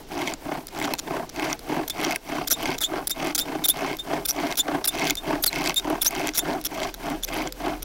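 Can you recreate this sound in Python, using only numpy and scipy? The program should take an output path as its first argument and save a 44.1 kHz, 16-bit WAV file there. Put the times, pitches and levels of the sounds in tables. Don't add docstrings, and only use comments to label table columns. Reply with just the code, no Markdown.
import sys
import numpy as np
from scipy import signal
from scipy.fft import rfft, irfft
from scipy.io import wavfile

SR = 44100
rng = np.random.default_rng(int(sys.argv[2]) if len(sys.argv) > 2 else 0)


def boost_factor(decibels):
    exponent = np.asarray(decibels, float) / 20
    return 10 ** exponent


def master(y):
    cut = np.clip(np.atleast_2d(y).T, -1, 1)
    pcm = np.round(cut * 32767)
    wavfile.write(sys.argv[1], SR, pcm.astype(np.int16))


N = 345826
CUTOFF_HZ = 15800

# start [s], end [s], rasp level [dB], grit level [dB].
STROKES = [(-0.2, 0.002, -21.5, -68), (0.096, 0.339, -25, -35.5), (0.416, 0.624, -27, -42),
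           (0.721, 0.952, -25, -38), (1.04, 1.244, -24, -42.5), (1.34, 1.55, -22.5, -34.5),
           (1.641, 1.855, -24, -37.5), (1.938, 2.165, -23, -32.5), (2.242, 2.457, -27, -36.5),
           (2.558, 2.767, -25, -33.5), (2.87, 3.04, -24.5, -39.5), (3.15, 3.328, -25.5, -35),
           (3.416, 3.655, -28, -41), (3.723, 3.958, -25.5, -34.5), (4.047, 4.229, -22, -38),
           (4.324, 4.548, -24, -35.5), (4.63, 4.816, -23, -40.5), (4.915, 5.132, -22.5, -30.5),
           (5.22, 5.401, -21.5, -36.5), (5.5, 5.731, -23.5, -31.5), (5.8, 5.999, -25, -39),
           (6.081, 6.312, -25, -34), (6.41, 6.591, -20.5, -37), (6.693, 6.905, -25.5, -36),
           (6.999, 7.178, -22, -37.5), (7.272, 7.491, -25.5, -34.5), (7.58, 7.771, -22.5, -36)]


def at_times(rows):
    s, *columns = np.transpose(rows)
    return [np.interp(np.arange(N) / SR, s, c) for c in columns]


def unit(x):
    return x / np.sqrt(np.mean(x ** 2) + 1e-20)


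def wander(per_s):
    r = np.exp(-2 * np.pi * per_s / SR)
    noise = rng.standard_normal(N + 9000)
    return unit(signal.lfilter([1], [1, -2 * r, r * r], noise)[9000:])


def grains(per_s, spread_db):
    sizes = boost_factor(spread_db * np.minimum(rng.exponential(1, N), 5))
    signs = rng.choice([-1, 1], N)
    return unit(sizes * signs * (rng.random(N) < per_s / SR)) + 1e-18


def puffs(times, heights, rise_s, fall_s):
    marks = np.zeros(N)
    marks[(np.asarray(times) * SR).astype(int)] = heights
    age = np.arange(int(0.06 * SR)) / SR
    shape = (1 - np.exp(-age / rise_s)) * np.exp(-age / fall_s)
    return signal.fftconvolve(marks, shape / shape.max())[:N]


def body(force, modes, shift_db, shift_per_s):
    out, power = 0, 0
    for k, (hz, width, db) in enumerate(modes):
        r = np.exp(-np.pi * width / SR)
        fed = force * boost_factor(shift_db * wander(shift_per_s))
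        ringing = signal.lfilter([1, 0, -1], [1, -2 * r * np.cos(2 * np.pi * hz / SR), r * r], fed)
        out = out + (-1) ** k * boost_factor(db) * (1 - r * r) / 2 * ringing
        power += boost_factor(db) ** 2 * (1 - r * r) / 2
    return out / np.sqrt(power)


def stroke_levels():
    rasp_peak, grit_peak = (0.52, 0.5), (0.47, 0.64)
    swell_power, stop_power = (1.9, 4.2), (2.16, 4.64)
    time = np.arange(N) / SR
    rasp_db, grit_db = np.full(N, -90.), np.full(N, -90.)
    for k, (start, end, rasp_top, grit_top) in enumerate(STROKES):
        way = k % 2
        for level, place, top, drop in ((rasp_db, rasp_peak[way], rasp_top, 13),
                                        (grit_db, grit_peak[way], grit_top, 12)):
            middle = start + np.clip(place, 0.1, 0.9) * (end - start)
            rising = time < middle
            away = np.where(rising, (middle - time) / (middle - start), (time - middle) / (end - middle))
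            power = np.where(rising, swell_power[way], stop_power[way])
            level[:] = np.maximum(level, top - drop * away ** power)
    return rasp_db, grit_db


def turn_knocks():
    # time [s], length of a turn [s], extra level [dB].
    knock_rows = [(0.222, 0.048, 5), (0.513, 0.03, 7.5), (0.842, 0.032, 6.5), (1.164, 0.03, 6),
                  (1.453, 0.031, 3), (1.763, 0.023, 6.5), (2.058, 0.034, 4.5), (2.348, 0.03, 9),
                  (2.657, 0.028, 5), (2.956, 0.022, 6), (3.248, 0.025, 6), (3.517, 0.033, 7.5),
                  (3.843, 0.029, 6), (4.13, 0.033, 4), (4.429, 0.036, 4.5), (4.745, 0.033, 7.5),
                  (5.026, 0.029, 3), (5.326, 0.0256, 7), (5.613, 0.026, 3.5), (5.924, 0.027, 7),
                  (6.195, 0.043, 6), (6.496, 0.025, 4), (6.78, 0.034, 4), (7.101, 0.026, 1.5),
                  (7.359, 0.032, 4.5), (7.692, 0.028, 4)]
    scatter_db, spin_up_s = 0.5, 0.03
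    first_knock_db = (-0.5, -2.8)
    turns = np.arange(-4, 5)
    luck = rng.standard_normal((len(knock_rows), 9))
    s = np.array([at + turn_s * turns for at, turn_s, db in knock_rows])
    db = np.array(knock_rows)[:, 2:] + scatter_db * luck
    start, end = np.array(STROKES)[1:, :1], np.array(STROKES)[1:, 1:2]
    inside = (s > start + spin_up_s) & (s < end)
    stroke = np.arange(len(db))
    db[stroke, inside.argmax(axis=1)] += np.array(first_knock_db)[(stroke + 1) % 2]
    return s[inside], db[inside]


def rasp(rasp_db, grit_db):
    s, extra_db = turn_knocks()
    knock_db = 1.3 * puffs(s, extra_db, rise_s=0.003, fall_s=0.006)
    grip_db = 1.8 * wander(70)
    coarse = grains(6000, spread_db=1.5) * boost_factor(rasp_db + knock_db - 2.5 + grip_db)
    fine = grains(1500, spread_db=1.5) * boost_factor(grit_db + 0.47 * knock_db - 4.0 + grip_db)
    tear_level = signal.lfilter([1], [1, -0.96], np.abs(grains(170, spread_db=-5.5)))
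    tears = tear_level * rng.standard_normal(N)
    crackle = unit(tears) * boost_factor(1.667 * grit_db + 11)
    dust_db = 0.68 * np.minimum(rasp_db, -36) - 23.5 + 2.0 * wander(99)
    dust = rng.standard_normal(N) * boost_factor(dust_db)
    highpass = signal.butter(2, 6500, "high", fs=SR, output="sos")
    hiss = signal.sosfilt(highpass, dust + crackle)
    return coarse, fine + boost_factor(8) * crackle, hiss


def swell_db(since, length, peak):
    build_db_per_s, ease_db_per_s = 402, 300
    top = np.clip(peak, 0, 1) * length
    return np.where(since < top, build_db_per_s * (since - top), ease_db_per_s * (top - since))


def chatter():
    # time [s], bright
    # level [dB], spindle level [dB].
    run_bursts = [(2.4737, -26, -27), (2.4775, -22, -23), (2.4823, -19, -21), (2.5011, -25, -29),
                       (2.504, -26, -28), (2.508, -22, -22), (2.512, -17, -23), (2.5157, -19, -21),
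                       (2.5192, -22, -22), (2.5241, -21, -22), (2.5277, -20, -23), (2.5326, -13, -25),
                       (2.806, -31, -27), (2.81, -24, -29), (2.814, -20, -25), (2.818, -24, -27), (2.8233, -24, -29),
                       (2.829, -26, -27), (2.8333, -31, -24), (2.8376, -23, -29), (3.071, -18, -27),
                       (3.0776, -16, -26), (3.0956, -29, -31), (3.0992, -31, -35), (3.105, -20, -26),
                       (3.1079, -18, -29), (3.1116, -18, -24), (3.348, -21, -25), (3.3521, -18, -20),
                       (3.3574, -21, -22), (3.3612, -22, -27), (3.3788, -19, -22), (3.3826, -20, -22),
                       (3.3868, -17, -22), (3.3903, -17, -20), (3.3968, -16, -23), (3.4008, -23, -27),
                       (3.4039, -24, -29), (3.408, -28, -32), (3.639, -29, -25), (3.643, -25, -33), (3.647, -20, -31),
                       (3.6521, -15, -29), (3.6567, -13, -22), (3.6622, -15, -24), (3.6834, -15, -31),
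                       (3.6861, -14, -24), (3.6892, -9, -19), (3.6954, -16, -29), (4.2511, -29, -36),
                       (4.2556, -22, -25), (4.2607, -16, -24), (4.2791, -26, -38), (4.2832, -26, -33),
                       (4.2861, -17, -27), (4.2904, -17, -19.5),
                       (4.2943, -21, -23), (4.3078, -22, -18.5), (4.5712, -30, -37), (4.5744, -20, -25),
                  (4.5787, -18, -22.5), (4.5846, -16, -23), (4.5892, -17, -21), (4.5947, -19, -25),
                  (4.8438, -27, -21), (4.8467, -26, -32), (4.849, -21, -30), (4.8537, -17, -24),
                  (4.8588, -16, -21), (4.8738, -24, -38), (4.8758, -18, -26), (4.8786, -11, -27),
                  (4.882, -13, -23), (4.888, -14, -27), (5.43, -19, -40), (5.4376, -15, -19.5),
                  (5.4421, -17, -17), (5.4592, -32, -36), (5.4615, -16, -21), (5.465, -13, -20),
                  (5.4674, -12, -24), (5.471, -16, -25), (5.7598, -25, -27), (5.768, -21, -33), (6.017, -18, -28),
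                  (6.0214, -14, -24), (6.0259, -15, -22), (6.0306, -15, -22), (6.0469, -20, -27),
                  (6.0492, -23, -25.5), (6.0568, -16, -23.5), (6.062, -15, -15), (6.3472, -30, -33),
                  (6.351, -26, -26), (6.356, -27, -28), (6.3614, -26, -29), (6.3668, -25, -27), (6.375, -21, -23),
                  (6.38, -13, -19), (6.386, -11, -19.5), (6.3913, -12, -16), (6.6484, -25, -28),
                  (6.6526, -22, -28), (6.6565, -22, -26), (6.6596, -23, -31), (6.6646, -21, -23),
                  (6.669, -27, -27), (7.2347, -25, -32), (7.247, -21, -23.5), (7.8269, -23.5, -37),
                  (0.985, -35, -29), (0.991, -30, -23.5), (0.9968, -30, -24)]
    gap_s, drag_db = 0.008, -9
    bright_db, spindle_db = -0.5, 1.5
    run = [(s, b + bright_db, d + spindle_db) for s, b, d in sorted(map(tuple, run_bursts))]
    drag = np.zeros((2, N))
    for (s, *db), (next_s, *next_db) in zip(run, run[1:]):
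        if next_s - s < gap_s:
            span = np.arange(int(s * SR), int(next_s * SR))
            drag[:, span] = boost_factor(np.linspace(db, next_db, len(span)).T + drag_db)
    return run, drag


def slipping():
    # time [s], bright level [dB], spindle level [dB].
    snaps = [(.748, -46, -29), (.777, -44, -25), (.788, -38, -22), (.815, -42, -18), (.874, -46, -27),
             (.909, -48, -28), (0.274, -36, -16.5), (0.7997, -35, -20), (0.8242, -31, -19),
             (0.852, -38, -28), (1.3956, -35, -18.5), (2.0429, -24, -19.5), (2.048, -39, -13),
             (2.1083, -26, -15.5), (2.627, -32, -21), (2.656, -39, -17), (2.7034, -31, -30),
             (3.2473, -28, -21), (3.27, -30, -19), (4.5133, -30, -14), (4.524, -37, -16),
             (5.0236, -44, -25), (5.0675, -47, -27), (5.0765, -39, -26), (5.5286, -30, -15),
             (5.6517, -41, -18), (5.659, -27, -13), (5.6736, -30, -9.5), (5.6871, -25, -28),
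             (5.6948, -36, -14), (5.7045, -32, -18), (6.1076, -24, -24), (6.15, -33, -17),
             (6.8312, -38, -16.5), (7.341, -28, -24), (7.3737, -29, -43)]
    slips = [(6.343, -36, -29), (3.677, -40, -27), (7.1, -27, -25), (5.4555, -38, -25), (4.275, -33, -30),
             (7.823, -31, -29.5), (7.8295, -24, -29), (7.23, -30, -26), (.98, -48, -40), (3.074, -23, -23),
             (5.9, -27, -30), (6.3725, -24, -24), (.9369, -17.5, -18), (.951, -42, -29), (6.64, -32, -33),
             (7.226, -38, -31), (0.337, -48, -15.5), (0.6693, -25.5, -27.5), (.004, -59, -49),
             (2.744, -44, -24), (5.279, -45, -41), (6.178, -34, -38), (4.988, -32, -39), (4.996, -36, -20),
             (6.336, -38, -28), (1.5286, -26, -13.5), (1.592, -30, -29.5), (2.1591, -22, -12),
             (0.28, -40, -22), (1.361, -40, -25), (3.968, -26, -26), (3.987, -36, -31), (4.555, -28, -25),
             (5.0979, -21, -6), (5.1058, -13, -5.5), (5.1533, -23, -22), (5.17, -28, -27),
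             (5.7425, -23, -25), (5.7966, -31, -20.5), (6.2715, -21, -12), (6.2815, -36, -17),
             (6.2896, -30, -14.5), (6.6127, -28, -27.5), (7.473, -42, -18.5), (7.5236, -27, -28)]
    # start [s], length [s], peak place [0-1], bright level [dB], spindle level [dB].
    murmurs = [(0.681, 0.009, 0.3, -42, -35), (1.292, 0.008, 0.5, -42, -33.5),
               (1.878, 0.0052, 0.2, -25, -28), (1.898, 0.0074, 0.4, -23.5, -23.5),
               (2.781, .007, .4, -30, -30), (6.941, 0.0059, 0.1, -37, -34), (0.826, 0.034, 0.52, -42, -25),
               (.24, .06, .6, -50, -30), (5.63, .06, .6, -46, -25), (1.46, .06, .7, -48, -27),
               (6.829, 0.022, 0.27, -44, -23.5), (0.3, 0.0042, 0.4, -44, -35),
               (7.278, .014, 0.34, -46, -30), (5.05, 0.059, 0.5, -44, -26), (6.888, 0.0086, .4, -49, -34)]
    slip_gap_s, gap_spread, scatter_db, between_db = 0.0043, 0.134, 1.5, -6
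    count = np.arange(16)
    run, (bright, spindle) = chatter()
    rows = snaps + slips + run
    for start, length, peak, bright_db, spindle_db in murmurs:
        gap, scatter = rng.standard_normal((2, 16))
        since = slip_gap_s * (count + gap_spread * np.cumsum(gap * (count > 0)))
        level = swell_db(since, length, peak) + scatter_db * scatter
        rows = rows + [(start + t, bright_db + db, spindle_db + db)
                       for t, db in zip(since, level) if t < length]
        span = np.arange(int(start * SR), min(int((start + length) * SR), N))
        drag = boost_factor(2.4 * swell_db(span / SR - start, length, peak) + between_db)
        bright[span] += drag * boost_factor(bright_db)
        spindle[span] += drag * boost_factor(spindle_db)
    s, bright_db, spindle_db = np.transpose(rows)
    bright += puffs(s, boost_factor(bright_db), rise_s=0.00054, fall_s=0.00093)
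    spindle += puffs(s, boost_factor(spindle_db), rise_s=0.00022, fall_s=0.0012)
    force = grains(18000, spread_db=1.8) * boost_factor(1.5 * wander(310))
    return force * bright, force * spindle


def ring_board(force):
    # resonance [Hz], width [Hz], level [dB].
    board_modes = [(154.5, 34.6, -9), (257.6, 30, -3.5), (306.8, 27, 2.5), (392.7, 38, -4), (655, 100, -3),
                   (798, 173, -3.5), (887, 131, -4), (1073, 207, -12), (1540, 416, -16.5)]
    return body(force, board_modes, shift_db=1.2, shift_per_s=30)


def ring_socket(force):
    # resonance [Hz], width [Hz], level [dB].
    socket_modes = [(1561, 37, -1), (2147, 157, 4), (2603, 165, 1), (3090, 370, -2.5), (4700, 950, -7),
                    (5920, 890, -9)]
    return body(force, socket_modes, shift_db=2.5, shift_per_s=106)


def ring_spindle(dull, bright):
    # resonance [Hz], width [Hz], level [dB].
    main_modes = [(1370, 300, -3), (2530, 320, -7), (3600, 880, 4), (5040, 610, 4.5), (5700, 500, 7.5),
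                  (7170, 990, 0.5)]
    top_modes = [(9520, 490, -1), (10260, 350, 1.5), (12370, 1100, 0), (14300, 320, 1), (16900, 780, 5.5)]
    main = body(dull, main_modes, shift_db=2.5, shift_per_s=33)
    return main + body(bright, top_modes, shift_db=2.6, shift_per_s=105)


def squeaks():
    # start [s], length [s], start pitch [Hz], end pitch [Hz], level [dB].
    squeak_rows = [(1.904,.03,3370,3600,-26), (2.471,0.011,3380,3430,-30), (2.508,0.028,6050,5700,-20),
                   (2.533,.03,3600,3660,-24), (2.812,0.019,3570,3550,-22), (2.835,0.047,2980,3700,-18),
                   (3.111,0.032,3600,3670,-21.5), (3.405,0.043,3600,3640,-22),
                   (3.641,0.022,3640,3640,-16.5), (3.696,0.034,3330,3630,-15), (3.989,0.043,3540,3630,-25),
                   (4.25,0.013,3550,3570,-25), (4.289,.03,5520,5880,-20), (4.588,0.038,3340,3600,-18.5),
                   (4.841,.008,5640,5440,-22.5), (4.886,0.027,3480,3640,-18), (5.171,0.042,3530,3630,-25.5),
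                   (5.423,.01,6950,6150,-32), (5.473,.023,4630,3950,-16), (5.762,0.046,3542,3680,-14),
                   (6.012,.016,3600,3500,-21), (6.062,0.029,5020,6770,-14.5), (6.391,0.032,3300,3640,-22),
                   (7.234,0.011,3530,3500,-22.5), (7.242,.011,5800,6400,-26)]
    # peak place [0-1], second partial [dB], higher partials [dB], unrest [0-5].
    voices = [(0.14,-14,-18,1.1), (.5,2,-3,3), (.4,0,-20,4.5), (.3,-5,-12,1.1), (0.6,-10,-20,2.1),
              (.25,-5,-17,1.9), (.25,-5,-20,1.1), (0.3,-8,-10,1.5), (0.7,-10,-12,2.2), (0.24,-11,3.5,0.89),
              (.3,-20,-40,.8), (.5,-11,-12,2.2), (0.6,-7,-25,4), (.5,-3,-12,2.8), (.5,-7,-30,1.1),
              (0.13,-8,-3,1.2), (.3,-16,-35,.8), (.5,8,-30,1.5), (0.24,-15,-5,1.9), (0.44,-10,-14.5,0.87),
              (.7,-8,-8,3), (.3,-4,-25,2.5), (0.13,3,-4,1.5), (0.26,-6.5,-9,2.9), (.3,-3,-20,3)]
    lock_hz, tremble_hz = 3850, 36
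    settle, fade_db = (5.2, 2.38), (-23.5, -9.5)
    rise_db, partial_fade_db = -9, -12
    out, tremble, waver = np.zeros(N), wander(260), wander(200)
    band = signal.butter(1, [2500, 12000], "band", fs=SR, output="sos")
    scrape = signal.sosfilt(band, grains(6000, spread_db=2.5))
    for (start, length, start_hz, end_hz, db), (peak, second_db, higher_db, unrest) in zip(squeak_rows, voices):
        span = np.arange(int(start * SR), int((start + length) * SR))
        along = np.linspace(0, 1, len(span))
        peak = np.clip(peak, 0.05, 0.9)
        before = np.maximum(1 - along / peak, 0)
        after = np.maximum(along - peak, 0) / (1 - peak)
        free = int(end_hz > lock_hz)
        glide_hz = (start_hz - end_hz) * np.exp(-settle[free] * along)
        hz = end_hz + glide_hz + tremble_hz * unrest * tremble[span]
        turn = 2 * np.pi * np.cumsum(hz) / SR
        tone = np.sin(turn)
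        for k, level in ((2, second_db), (3, higher_db), (4, higher_db - 4)):
            partial_db = level + partial_fade_db * (k - 1 - free) * after
            partial_db = partial_db + 3 * np.minimum(tremble[span - 300 * k], 1)
            tone = tone + boost_factor(partial_db) * np.sin(k * turn + k) * (k * hz < CUTOFF_HZ)
        shape_db = rise_db * before ** 2 + fade_db[free] * after ** 0.96
        shape_db = shape_db + 1.7 * unrest * np.minimum(waver[span], 1)
        edges = np.minimum(1, along / 0.054) * np.minimum(1, (1 - along) / 0.083)
        out[span] += boost_factor(db + shape_db) * edges * (tone + boost_factor(-11.5) * scrape[span])
    return out


def crack():
    # mode [Hz], level [dB], time to fall 60 dB [s].
    crack_modes = [(940, -5, 0.027), (2099, -11, .015), (2611, -4.5, 0.021), (3424, -12, .014),
                   (4204, -4, 0.015), (5286, -1, .006), (6223, -12, .01)]
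    start, level_db = int(0.9371 * SR), -12.5
    out, age = np.zeros(N), np.arange(SR // 20) / SR
    for hz, db, t60 in crack_modes:
        out[start:start + len(age)] += boost_factor(level_db + db - 60 * age / t60) * np.sin(2 * np.pi * hz * age)
    return out


def dove():
    # start [s], length [s], pitch [Hz], level [dB].
    coos = [
        (1.5, 0.41, 466, -47),
        (2.42, .42, 466, -47.5),
        (3.33, .32, 464, -47),
        (7.23, 0.38, 511, -45.5),
    ]
    out, waver = np.zeros(N), wander(8.2)
    for start, length, hz, db in coos:
        span = np.arange(int(start * SR), int((start + length) * SR))
        swell = np.abs(np.sin(np.linspace(0, np.pi, len(span)))) ** 0.5
        tone = np.sin(2 * np.pi * hz * span / SR + 0.3 * waver[span])
        out[span] = boost_factor(db + 1.5 * waver[span]) * swell * tone
    return out


def engine():
    # time [s], pitch [Hz], level [dB].
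    hum_curve = [(0, 25.47, -59), (3.4, 31, -50), (4.3, 36, -50), (4.74, 29.8, -57), (5.26, 32.33, -46),
                 (6.5, 32.95, -50), (7.3, 35.3, -44), (7.55, 41.5, -45.5), (7.84, 40.7, -41)]
    hum_hz, hum_db = at_times(hum_curve)
    turn = 2 * np.pi * np.cumsum(hum_hz + 1.78 * wander(3.2)) / SR
    return np.sin(turn) * boost_factor(hum_db + 4 + 1.3 * wander(8.3))


def woods():
    # frequency [Hz], level per Hz [dB].
    air_colour = [(45, 0.5), (86, -8.5), (200, -7), (400, -7.5), (1260, -21), (5700, -22), (8200, -33),
                  (15000, -80)]
    hz = np.maximum(np.arange(N // 2 + 1) * SR / N, 10)
    colour_hz, colour_db = np.transpose(air_colour)
    colour = boost_factor(np.interp(np.log(hz), np.log(colour_hz), colour_db))
    air = unit(irfft(rfft(rng.standard_normal(N)) * colour, N))
    return boost_factor(-46 + 1.5 * wander(4.4)) * air


def scene():
    rasp_db, grit_db = stroke_levels()
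    coarse, fine, hiss = rasp(rasp_db, grit_db)
    bright, dull = slipping()
    turning = np.clip((rasp_db + 44) / 10, 0, 1)
    board = ring_board(coarse + boost_factor(-10.5) * dull)
    socket = ring_socket(fine + boost_factor(-13.5 + 8.5 * turning) * dull)
    spindle = ring_spindle(boost_factor(-6 * turning) * dull, bright)
    fire_drill = board + socket + spindle + hiss + squeaks() + crack()
    return (fire_drill + dove() + engine() + woods())[None]


def band_limit(x):
    return signal.sosfilt(signal.butter(12, 16970, fs=SR, output="sos"), x)


def record(dry):
    rounded = 0.48 * np.tanh(dry / 0.48)
    cut = signal.sosfilt(signal.ellip(9, 0.5, 50, CUTOFF_HZ, fs=SR, output="sos"), rounded)
    leak = signal.sosfilt(signal.ellip(8, 0.5, 70, 16870, fs=SR, output="sos"), rounded)
    return band_limit(cut + boost_factor(-55.0) * leak)


dry = scene()
out = record(dry)
master(out)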